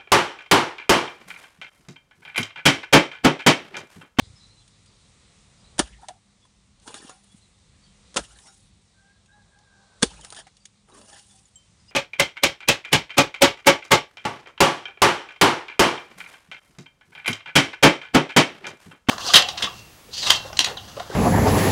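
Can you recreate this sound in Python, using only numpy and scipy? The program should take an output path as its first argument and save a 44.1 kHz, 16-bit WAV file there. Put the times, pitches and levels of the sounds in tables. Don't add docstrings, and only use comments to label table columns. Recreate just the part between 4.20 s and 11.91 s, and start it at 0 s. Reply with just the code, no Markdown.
import sys
import numpy as np
from scipy import signal
from scipy.fft import rfft, irfft, next_fast_len
from scipy.io import wavfile
from scipy.ndimage import uniform_filter1d

SR = 44100
rng = np.random.default_rng(int(sys.argv[2]) if len(sys.argv) > 2 else 0)


def generate_wav(sig):
    pcm = np.round(np.clip(np.atleast_2d(sig).T, -1, 1) * 32767).astype(np.int16)
    wavfile.write(sys.argv[1], SR, pcm)


def volts(x):
    e = np.asarray(x, float) / 20
    return 10 ** e


N = 340011
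T = np.arange(N) / SR

# pitch_hz, level_db, free_t60_s
BLADE_LOW = [(366, -1.5, 0.14), (537, -8.5, 0.22), (806, -6, 0.99), (1023, -3.5, 0.24), (1405, -10, 0.14),
             (1680, -17.5, 0.49), (1680, -5, 0.17)]
BLADE_HIGH = [(2867, -5.5, 0.57), (3445, -8.5, 0.56), (3810, -2.5, 0.13), (4530, -4, 0.37),
              (5330, -2, 0.23), (6800, 0.5, 0.29), (7710, -8, 0.13), (8940, 1.5, 0.058), (9350, 3, 0.33),
              (9580, -2.5, 0.28)]
# pitch_hz, level_db (per Hz)
CLOD = [(150, -29.5), (250, -3), (795, -2), (1140, -6.5), (1230, -2), (1650, -2.5), (2000, -15.5),
        (2600, -36.5), (4400, -120)]


def colour(x, spectrum):
    size = next_fast_len(x.shape[-1])
    hz, db = np.transpose(spectrum)
    bins_hz = np.arange(size // 2 + 1) * SR / size
    gain = volts(np.interp(np.log(bins_hz + 1), np.log(hz), db))
    return irfft(rfft(x, size) * gain, size)[..., :x.shape[-1]]


def unit(x):
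    return x / np.sqrt(np.mean(x ** 2, axis=-1, keepdims=True))


def fade(t, t60):
    return np.exp(-np.log(1000) * t / np.maximum(t60, .004))


def ring(x, hz, t60):
    r = fade(1 / SR, t60)
    w = 2 * np.pi * hz / SR
    return signal.lfilter([0, np.sin(w)], [1, -2 * r * np.cos(w), r * r], x)


def walk(rate):
    k = int(SR / rate)
    steps = np.repeat(rng.standard_normal(N // k + 1), k)
    return 1.5 * uniform_filter1d(uniform_filter1d(steps, k), k)[:N]


def loud_grains(shape, spread_db):
    return volts(spread_db * np.minimum(rng.exponential(size=shape), 6))


def grains(shape, spread_db):
    return rng.standard_normal(shape) * loud_grains(shape, spread_db)


def patchy(spread_db, rate):
    out = 0
    for hz in 250 * np.sqrt(2) ** np.arange(13):
        band = [(hz / 1.5, -60), (hz / 1.3, -6), (hz, 0), (hz * 1.3, -6), (hz * 1.5, -60)]
        out = out + colour(rng.standard_normal(N), band) * volts(spread_db(hz) * walk(rate))
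    return out


def add(out, s, piece):
    i = max(int(s * SR), 0)
    out[i:i + len(piece)] += piece[:N - i]


def bites():
    # start_s, grit_peak_db, clods_db (re grit), t60_s, ring_db (re grit)
    chops = [(1.5812, -32.5, -2.5, 0.49, -42.5), (1.5852, -30, -6, 0.076, -29.5),
             (1.5918, -8, -0.5, 0.049, -8), (1.5984, -13.5, 3, 0.025, -26.5), (1.607, -30, 9.5, 0.085, -25),
             (3.9425, -36, -4, 0.06, -14), (3.9618, -21.5, 3.5, 0.076, -14), (3.9665, -13, 0, 0.023, -38.5),
             (3.9691, -10, -9, 0.052, -18), (3.975, -25.5, 8.5, 0.071, -17),
             (3.990, -29.5, 5.5, 0.069, -28), (5.818, -36, -2, .1, -30), (5.8235, -16.5, -4, 0.071, -32.5),
             (5.829, -3, -24.5, 0.035, -13.5), (5.833, -10.5, 6.5, 0.014, -15.5),
             (5.841, -32.5, 6.5, 0.044, -0.5)]
    # start_s, peak_db, t60_s
    ticks = [(0.4783, -44, 0.027), (0.66, -48, .035), (1.8849, -26, 0.035), (2.5985, -51.5, .022),
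             (4.0394, -41, 0.15), (4.1873, -40, 0.03), (4.2844, -53, .028), (5.0589, -50, 0.028),
             (5.3883, -51, .02), (5.905, -44, 0.08), (6.0117, -36, .021), (6.0474, -29, 0.022),
             (6.1032, -31, 0.015), (6.1468, -35, .025), (6.1644, -35, .05), (6.3683, -44.5, 0.036),
             (6.4552, -33, 0.03), (6.8997, -50, .015), (6.9944, -41, .023), (7.11, -47, 0.031),
             (7.255, -54, 0.024)]
    # start_s, peak_db, t60_s
    lumps = [(1.6752, -47, 0.045), (2.2526, -54, 0.034), (2.6765, -32.5, 0.081), (2.7419, -28, 0.026),
             (2.827, -49.5, .02), (2.8943, -35.5, 0.065), (6.1238, -31.5, 0.039), (6.1902, -39, 0.044),
             (6.2687, -46, 0.09), (6.348, -60, 0.021), (6.6977, -53, 0.02), (6.8142, -44, .03),
             (6.9294, -46, .039)]
    # pitch_hz, level_db (per Hz)
    grit_colour = [(1060, -42), (1800, -10), (2940, -5.5), (3140, -4.5), (3510, -1), (4310, -6), (6950, -4),
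                   (7530, -8), (9050, -3.5), (10400, -15.5), (13500, -43.5), (22000, -120)]
    tick_clod_db, tick_ring_db, lump_clod_db, lump_ring_db = -21, -16, -1, -14
    free_in_soil, free_loose = 0.14, .24
    rows = [(*row, free_in_soil) for row in chops]
    rows += [(s, db, tick_clod_db, t60, tick_ring_db, free_loose) for s, db, t60 in ticks]
    rows += [(s, db, lump_clod_db, t60, lump_ring_db, free_loose) for s, db, t60 in lumps]

    t = T[:SR // 5]
    hz, mode_db, free_t60 = np.transpose(BLADE_LOW + BLADE_HIGH)[:, :, None]
    is_low = hz < BLADE_HIGH[0][0]
    shape = (len(rows), len(t))
    grit = unit(colour(grains(shape, 1.9), grit_colour[:-2] + [(12500, -20)]))
    clod = unit(colour(rng.standard_normal(shape), CLOD))
    place_db, detune = rng.standard_normal((len(rows), 2, len(hz), 1)).swapaxes(0, 1)
    out = np.zeros(N)
    rise = 1 - np.exp(-t / .0003)
    for k, (s, db, clod_db, t60, ring_db, free) in enumerate(rows):
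        dust = volts(-4.0) * fade(t, 0.039 * t60) + fade(t, t60) + volts(-16) * fade(t, 5.8 * t60)
        soil = volts(-2.0) * (grit[k] * dust + volts(clod_db) * clod[k] * fade(t, t60))
        gain = volts(ring_db + mode_db + 4 * place_db[k] + is_low * clod_db)
        tones = np.sin(2 * np.pi * hz * (1 + 0.0082 * detune[k]) * t)
        blade = (gain * fade(t, free * free_t60) * tones).sum(axis=0)
        add(out, s, volts(db) * rise * (soil + blade) * fade(t, 0.23))
    return out


def thumps():
    # start_s, peak_db, pitch_hz
    blows = [(0.027, -33, 88), (0.076, -42, 80), (0.105, -39, 94), (0.14, -41.5, 116), (1.592, -33, 422),
             (1.6002, -6, 289), (2.681, -33, 340), (2.705, -40, 480), (2.75, -38.5, 287), (2.803, -41, 300),
             (2.828, -40, 330), (2.85, -34.5, 253), (3.148, -39.5, 189), (3.99, -21.5, 280),
             (4.011, -38, 167), (5.8326, -6, 235), (5.8375, -15, 330)]
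    # start_s, peak_db, pitch_hz
    wood_knocks = [(1.838, -40, 787), (1.846, -45, 970), (1.8905, -35, 638), (1.89, -31, 785),
                   (1.892, -37, 980), (1.92, -47, 740), (2.254, -52.5, 1030), (3.964, -29, 1116),
                   (5.8292, -9.5, 1587), (5.8297, -4, 3540), (5.8338, -6, 3390), (5.836, -18.5, 479),
                   (5.840, -31, 367), (5.925, -50, 184), (5.987, -51.5, 150), (5.995, -43, 890),
                   (6.272, -42.5, 770), (6.735, -51, 330), (6.78, -53, 288)]
    # chop_s, peak_db
    ground = [
        (1.594, -32.5),
        (3.973, -39),
        (5.829, -35.5),
    ]
    ground_hz, ground_lag_s, rebound_lag_s, rebound_db = 55, .04, .15, -12
    blow_cycles, wood_cycles, ground_cycles, rebound_cycles = .55, 3.6, .8, 2.4
    rows = [(*row, blow_cycles) for row in blows]
    rows += [(*row, wood_cycles) for row in wood_knocks]
    rows += [(s + ground_lag_s, db, ground_hz, ground_cycles) for s, db in ground]
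    rows += [(s + rebound_lag_s, db + rebound_db, ground_hz, rebound_cycles) for s, db in ground]

    out = np.zeros(N + SR)
    for s, db, hz, cycles in rows:
        turns = np.arange(-3 * cycles, 6 * cycles, hz / SR)
        stretch = np.where(turns > 0, 1.6, 1)
        swing = -np.sin(2 * np.pi * turns) * np.exp(-(turns / cycles / stretch) ** 2)
        i = SR + int((s + turns[0] / hz) * SR)
        out[i:i + len(swing)] += volts(db) * swing
    return out[SR:]


def held(s, hold, t60):
    attack_s = .02
    return np.clip((T - s) / attack_s + 1, 0, 1) * fade(np.maximum(T - s - hold, 0), t60)


def crumble(push):
    crumbs_per_s, crumb_db, crumb_t60_s = 400, -6, .04
    out = 0
    pitches = 330 * 1.14 ** np.arange(22)
    for hz in pitches:
        hits = rng.random(N) < crumbs_per_s / len(pitches) / SR
        taps = hits * volts(4 * rng.standard_normal(N))
        out = out + ring(taps * push, hz, crumb_t60_s)
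    return volts(crumb_db) * out


def drags():
    # start_s, hold_s, grit_db, clods_db, t60_s (of the trailing grit)
    pulls = [
        (2.68, 0.069, -47, -49.5, .4),
        (2.76, 0.16, -51, -58, 0.26),
        (5.86, .19, -54.5, -56.5, 0.37),
        (6.06, 0.062, -55, -65, 0.15),
        (6.163, .045, -45, -52, .07),
        (6.69, 0.16, -61, -58, 0.3),
        (6.89, 0.084, -53.5, -59.5, 0.32),
    ]
    # start_s, hold_s, grit_db, clods_db, t60_s (of the trailing grit)
    falls = [(1.61, 0.02, -58, -50.5, 0.25), (1.82, 0.029, -58, -60, 0.26), (1.895, .015, -64, -55, 0.4),
             (2.63, 0.034, -53, -65, 0.33), (3.04, 0.14, -58, -74.5, 0.57), (4.0, 0.022, -49, -53, 0.64),
             (4.1, 0.22, -53.5, -66.5, 0.85), (4.25, 0.037, -63, -66.5, 0.24),
             (6.75, 0.25, -52.5, -75, 1.33), (7.1, .07, -59, -72, .5), (7.24, .02, -77, -72, .1)]
    # pitch_hz, level_db (per Hz)
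    dust_colour = [(1060, -31), (1800, -16.5), (2240, -15), (2580, -7.5), (3310, -5.5), (4710, -9.5),
                   (7750, -6), (9180, -2.5), (10400, -12.5), (13500, -60), (22000, -120)]
    # pitch_hz, level_db
    drag_tilt = [(10400, 0), (12500, -2)]
    # pitch_hz, level_db
    fall_tilt = [(1500, -6), (8000, 3)]
    clod_t60_s, drag_ring_db, fall_ring_db, taps_per_s = 0.12, 1, -10, 130

    crumbs = patchy(lambda hz: 2.5, 60) * loud_grains(N, 2.1)
    grit = unit(colour(crumbs, dust_colour[:-2]))
    clod = unit(colour(crumbs, CLOD))
    slip = volts(2.0 * walk(120))
    dragged = (pulls, drag_ring_db, colour(grit, drag_tilt))
    fallen = (falls, fall_ring_db, unit(colour(grit, fall_tilt)))
    soil, rub, push = 0, 0, 0
    for rows, ring_db, sand in (dragged, fallen):
        for s, hold, db, clod_db, t60 in rows:
            fine = volts(db) * held(s, hold, t60)
            coarse = volts(clod_db) * held(s, hold, clod_t60_s)
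            soil = soil + fine * sand + coarse * clod
            rub = rub + fine * volts(ring_db - 4.0)
            push = push + coarse
    out = soil * slip + crumble(push * slip)
    for hz, db, t60 in BLADE_LOW + BLADE_HIGH:
        taps = rub * (rng.random(N) < taps_per_s / SR) * rng.standard_normal(N)
        out = out + volts(db) * ring(taps, hz, t60 / 8)
    return out


def ping():
    # start_s, pitch_hz, peak_db, t60_s
    pings = [(7.357, 3106, -46.5, 0.28), (7.357, 7558, -35.5, 0.093), (7.357, 8200, -48, .06),
             (2.895, 750, -44, 0.22), (2.895, 6800, -43, 0.068), (2.895, 9647, -55, 0.61),
             (2.896, 1405, -44, 0.16), (2.818, 1800, -44, 0.1), (4.28, 782, -53, 0.27),
             (4.279, 5510, -44, 0.12), (4.286, 6821, -53, 0.33), (4.286, 3810, -53, 0.2),
             (6.928, 6800, -48, .25), (6.928, 1770, -40, 0.076), (7.10, 3480, -52.5, 0.28),
             (7.14, 772, -55, 0.27), (7.255, 6950, -44.5, .05), (6.722, 3840, -46.5, .05),
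             (7.357, 14700, -49, .15)]
    # start_s, pitch_hz, peak_db, t60_s
    soil_taps = [(1.675, 1650, -48, .08), (1.745, 2000, -53, .1), (1.785, 900, -54, .08),
                 (1.835, 1330, -49, .1), (1.835, 1750, -51, .1), (1.886, 1750, -40, .07),
                 (1.886, 1320, -43, .07), (2.695, 3500, -44, .04), (2.727, 2550, -44, .06),
                 (2.743, 3700, -34, .04), (2.743, 6700, -35, .04), (2.743, 8400, -38, .06),
                 (2.743, 9700, -38, .05), (2.743, 1700, -37, .05), (2.787, 3500, -41, .05),
                 (2.88, 5600, -44, .05), (3.942, 1300, -46, .05), (3.942, 600, -44, .05),
                 (4.035, 1800, -47, .08), (4.105, 1420, -50, .15), (4.108, 3000, -50, .08),
                 (4.158, 1700, -50, .15), (4.19, 1700, -47, .05), (4.19, 1000, -50, .06),
                 (4.25, 900, -51, .1), (4.26, 2100, -52, .12), (4.28, 1420, -49, .15),
                 (5.826, 1200, -16, .04), (5.8295, 9000, -10, .015), (5.838, 400, -22, .08),
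                 (6.018, 3100, -41, .05), (6.031, 3100, -42, .05), (6.049, 1600, -43, .06),
                 (6.131, 1600, -40, .04), (6.165, 1600, -41, .08), (6.185, 780, -42, .1),
                 (6.684, 500, -50, .08), (6.70, 950, -45, .06), (6.722, 520, -46, .07),
                 (6.815, 2900, -47, .05), (6.899, 3000, -45, .04), (6.935, 780, -47, .12),
                 (6.96, 1750, -48, .08), (6.975, 4550, -49, .07), (6.99, 3000, -46, .07)]
    # start_s, peak_db
    skips = [(6.041, -42), (6.066, -46), (6.085, -46), (6.1035, -32), (6.1245, -35), (6.134, -39),
             (6.148, -35), (6.152, -38), (6.163, -38), (6.1665, -35), (6.178, -39), (6.19, -37), (6.2, -43)]
    # pitch_hz, level_db, t60_s
    skip_modes = [(9100, 0, .03), (9500, -5, .02), (5200, -8, .015), (3500, -8, .02)]
    rough_hz, rough_rad = 70, 1.2
    rows = pings + soil_taps
    rows += [(s, hz, db + mode_db, t60) for s, db in skips for hz, mode_db, t60 in skip_modes]
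    out, t = np.zeros(N), T[:SR // 3]
    for k, (s, hz, db, t60) in enumerate(rows):
        in_soil = k >= len(pings)
        shake = in_soil * np.sin(2 * np.pi * (rough_hz + k) * t + k)
        tone = np.sin(2 * np.pi * hz * t + rough_rad * shake)
        add(out, s, volts(db) * fade(t, t60) * (1 - np.exp(-t * hz / 2)) * tone)
    return out


def rubs():
    # start_s, length_s, pitch_hz, level_db (rms)
    strokes = [(1.65, .045, 2850, -50), (1.66, .05, 1700, -57), (1.72, .04, 2850, -55),
               (1.70, .1, 1950, -58), (1.78, .04, 850, -60), (1.822, .04, 820, -44),
               (1.884, .045, 730, -42), (1.92, .085, 760, -59), (2.655, .07, 900, -48),
               (2.66, .06, 450, -50), (2.74, .05, 1700, -50), (2.86, .05, 3000, -52),
               (2.885, .05, 1100, -50), (3.958, .045, 550, -31), (4.03, .04, 3000, -52),
               (4.145, .035, 4000, -58), (4.235, .07, 900, -58), (4.2, .13, 5600, -56),
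               (5.826, .014, 2200, -24), (5.83, .02, 380, -30), (5.89, .045, 3000, -47),
               (5.96, .04, 2600, -52), (6.12, .025, 1300, -46), (6.158, .07, 3200, -43),
               (6.16, .07, 1700, -46), (6.165, .06, 5000, -47), (6.265, .03, 2000, -55),
               (6.453, .01, 6500, -38), (6.68, .19, 400, -56), (6.69, .15, 1100, -56),
               (6.92, .065, 780, -56), (6.91, .11, 1750, -56), (6.92, .06, 3200, -53),
               (6.94, .04, 5200, -54), (6.78, .13, 600, -56), (6.72, .19, 230, -56), (5.9, .03, 900, -50),
               (6.035, .03, 1200, -50), (6.16, .06, 750, -49)]
    near, far = 1 + .12, 1 + 4 * .12
    out = np.zeros(N)
    for s, length, hz, db in strokes:
        u = T[:SR // 5] / length
        band = [(hz / far, -40), (hz / near, -6), (hz, 0), (hz * near, -6), (hz * far, -40)]
        noise = unit(colour(grains(len(u), 2.0), band))
        swell = np.sqrt(np.sin(np.pi * np.minimum(u, 1) ** .7) ** 2 + 1e-12)
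        add(out, s, volts(db) * noise * swell)
    return out


def swish():
    # chop_s, level_db, grow_s (time to grow 20 dB)
    swings = [
        (1.585, -58, .4),
        (2.67, -60, .15),
        (5.82, -60, 1.2),
    ]
    # pitch_hz, level_db (per Hz)
    air_colour = [(200, -30), (350, -3), (700, 0), (1400, -4), (2500, -20), (5000, -60)]
    air = unit(colour(rng.standard_normal(N), air_colour)) * volts(2.0 * walk(25))
    return air * sum(volts(db - 20 * np.abs(s - T) / grow) * (T < s) for s, db, grow in swings)


def rooster():
    # time_s, pitch_hz
    crow_pitch = [(4.75, 778), (4.86, 786), (4.9, 808), (4.99, 815), (5.09, 792), (5.135, 829), (5.28, 815),
                  (5.4, 824), (5.52, 790), (5.72, 772)]
    # start_s, length_s, first_tone_db, second_tone_db, rasp (share, 0-1)
    syllables = [
        (4.74, .26, -69, -59, .3),
        (5.08, .2, -54, -55, .5),
        (5.31, .18, -58, -59, .6),
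        (5.45, .33, -66, -59, .8),
    ]
    rasp_hz = 78
    pitch = np.interp(T, *np.transpose(crow_pitch)) * (1 + 0.008 * walk(90))
    phase = 2 * np.pi * np.cumsum(pitch) / SR
    flap = np.sin(2 * np.pi * rasp_hz * T)
    first, second = 0, 0
    for s, length, first_db, second_db, rasp in syllables:
        effort = np.sin(np.pi * np.clip((T - s) / length, 0, 1) ** .85)
        first = first + volts(first_db) * effort ** 6
        second = second + volts(second_db) * effort ** .6 * (1 + rasp * flap)
    out = first * volts(1.2 * walk(40)) * np.sin(phase)
    out = out + second * volts(2.0 * walk(45) - 1.5) * np.sin(2 * phase)
    t = T[:SR // 4]
    echoes = volts(-31) * fade(t, .25) * rng.standard_normal(len(t))
    return out + signal.fftconvolve(out, echoes)[:N]


def birds():
    # start_s, length_s, pitch_hz, level_db
    chirps = [(.03, 0.027, 4710, -60), (0.153, 0.039, 5240, -60.5), (0.189, 0.08, 3990, -59),
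              (0.269, 0.075, 4100, -62), (0.356, 0.058, 4050, -63), (0.393, 0.045, 3350, -65),
              (0.661, .03, 4670, -64), (0.858, 0.017, 3720, -64.5), (1.238, 0.021, 3790, -64),
              (1.397, 0.017, 4960, -63), (1.432, 0.04, 4120, -64), (2.2, 0.055, 3360, -66.5),
              (3.083, 0.041, 3350, -63), (3.193, 0.081, 4010, -68), (3.608, 0.05, 4530, -62),
              (3.645, 0.035, 3190, -62.5), (5.112, .04, 3830, -67.5), (6.4, .02, 4750, -62),
              (7.59, .03, 4930, -67.5), (7.675, 0.034, 4900, -56.5), (7.68, .03, 2790, -61)]
    slides = .02 * rng.standard_normal(len(chirps))
    waver, flutter = 1 + 0.022 * walk(250), volts(1.8 * walk(110))
    out = np.zeros(N)
    for (s, length, mid_hz, db), slide in zip(chirps, slides):
        u = np.arange(int(length * SR)) / (length * SR)
        hz = mid_hz * (1 + slide * (2 * u - 1)) * waver[int(s * SR):][:len(u)]
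        add(out, s, volts(db + 10.0) * np.sin(np.pi * u) * np.sin(2 * np.pi * np.cumsum(hz) / SR))
    t = T[:SR // 4]
    trees = volts(-30.5) * fade(t, .22) * rng.standard_normal(len(t))
    return volts(-5.5) * out * flutter + signal.fftconvolve(out, trees)[:N]


def yard():
    # time_s, level_db
    floor_level = [(0.0, -53), (0.23, -55.5), (0.77, -57), (1.65, -54.5), (1.97, -62), (2.66, -61),
                   (3.41, -59.5), (3.99, -56), (4.3, -60.5), (5.15, -61.5), (5.76, -59.5), (5.86, -54),
                   (6.38, -62), (6.91, -62.5), (7.71, -58)]
    # pitch_hz, level_db (per Hz)
    hum_colour = [(15, -42.5), (25, -10), (48, 1), (103, -2), (130, -1), (195, -4), (227, -9), (400, -23.5),
                  (520, -48), (880, -120)]
    # pitch_hz, level_db (per Hz)
    hiss_colour = [(160, -22), (280, -5.5), (528, -1.5), (615, -5.5), (1210, -3.5), (1550, -8.5),
                   (2030, -4), (3010, -5.5), (3830, -1.5), (4810, -5), (8940, -5), (10400, -16),
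                   (13500, -48.5), (22000, -120)]
    # pitch_hz, level_db
    motor_tones = [(102, -68.5), (200, -67.5)]
    hiss_db = np.interp(T, *np.transpose(floor_level))
    hum_db = -61 + 0.85 * (hiss_db + 60)
    hum = unit(colour(rng.standard_normal(N), hum_colour)) * volts(hum_db + 1.6 * walk(5))
    motor = 0
    for hz, db in motor_tones:
        motor = motor + volts(db + 1.8 * walk(6)) * unit(ring(rng.standard_normal(N), hz, .28))
    hiss = patchy(lambda hz: .7 + 1.2 * np.exp(-np.log(hz / 4200) ** 2 / 0.075), 16)
    return hum + motor + unit(colour(hiss, hiss_colour)) * volts(hiss_db + .5 * walk(3))


def scene():
    hoe = bites() + drags() + ping()
    t = T[:SR // 4]
    wall = volts(-54.5) * (t > .02) * fade(t, 0.34) * rng.standard_normal(len(t))
    echo = signal.fftconvolve(hoe, wall)[:N]
    background = rooster() + birds() + yard()
    return (hoe + echo + thumps() + rubs() + swish() + background)[None]


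def top_cut(x):
    return signal.sosfilt(signal.butter(12, 15550, fs=SR, output="sos"), x)


def record(dry):
    # pitch_hz, level_db
    phone = [(18, -14.5), (42, -2), (10300, -5.5), (10700, -10), (10850, -29), (11200, -38.5),
             (12400, -41.5), (12700, -27), (15400, -25.5), (15700, -62)]
    rounded = np.tanh(.7 * dry) / .7
    return top_cut(colour(rounded, phone))


dry = scene()
out = record(dry)
generate_wav(out)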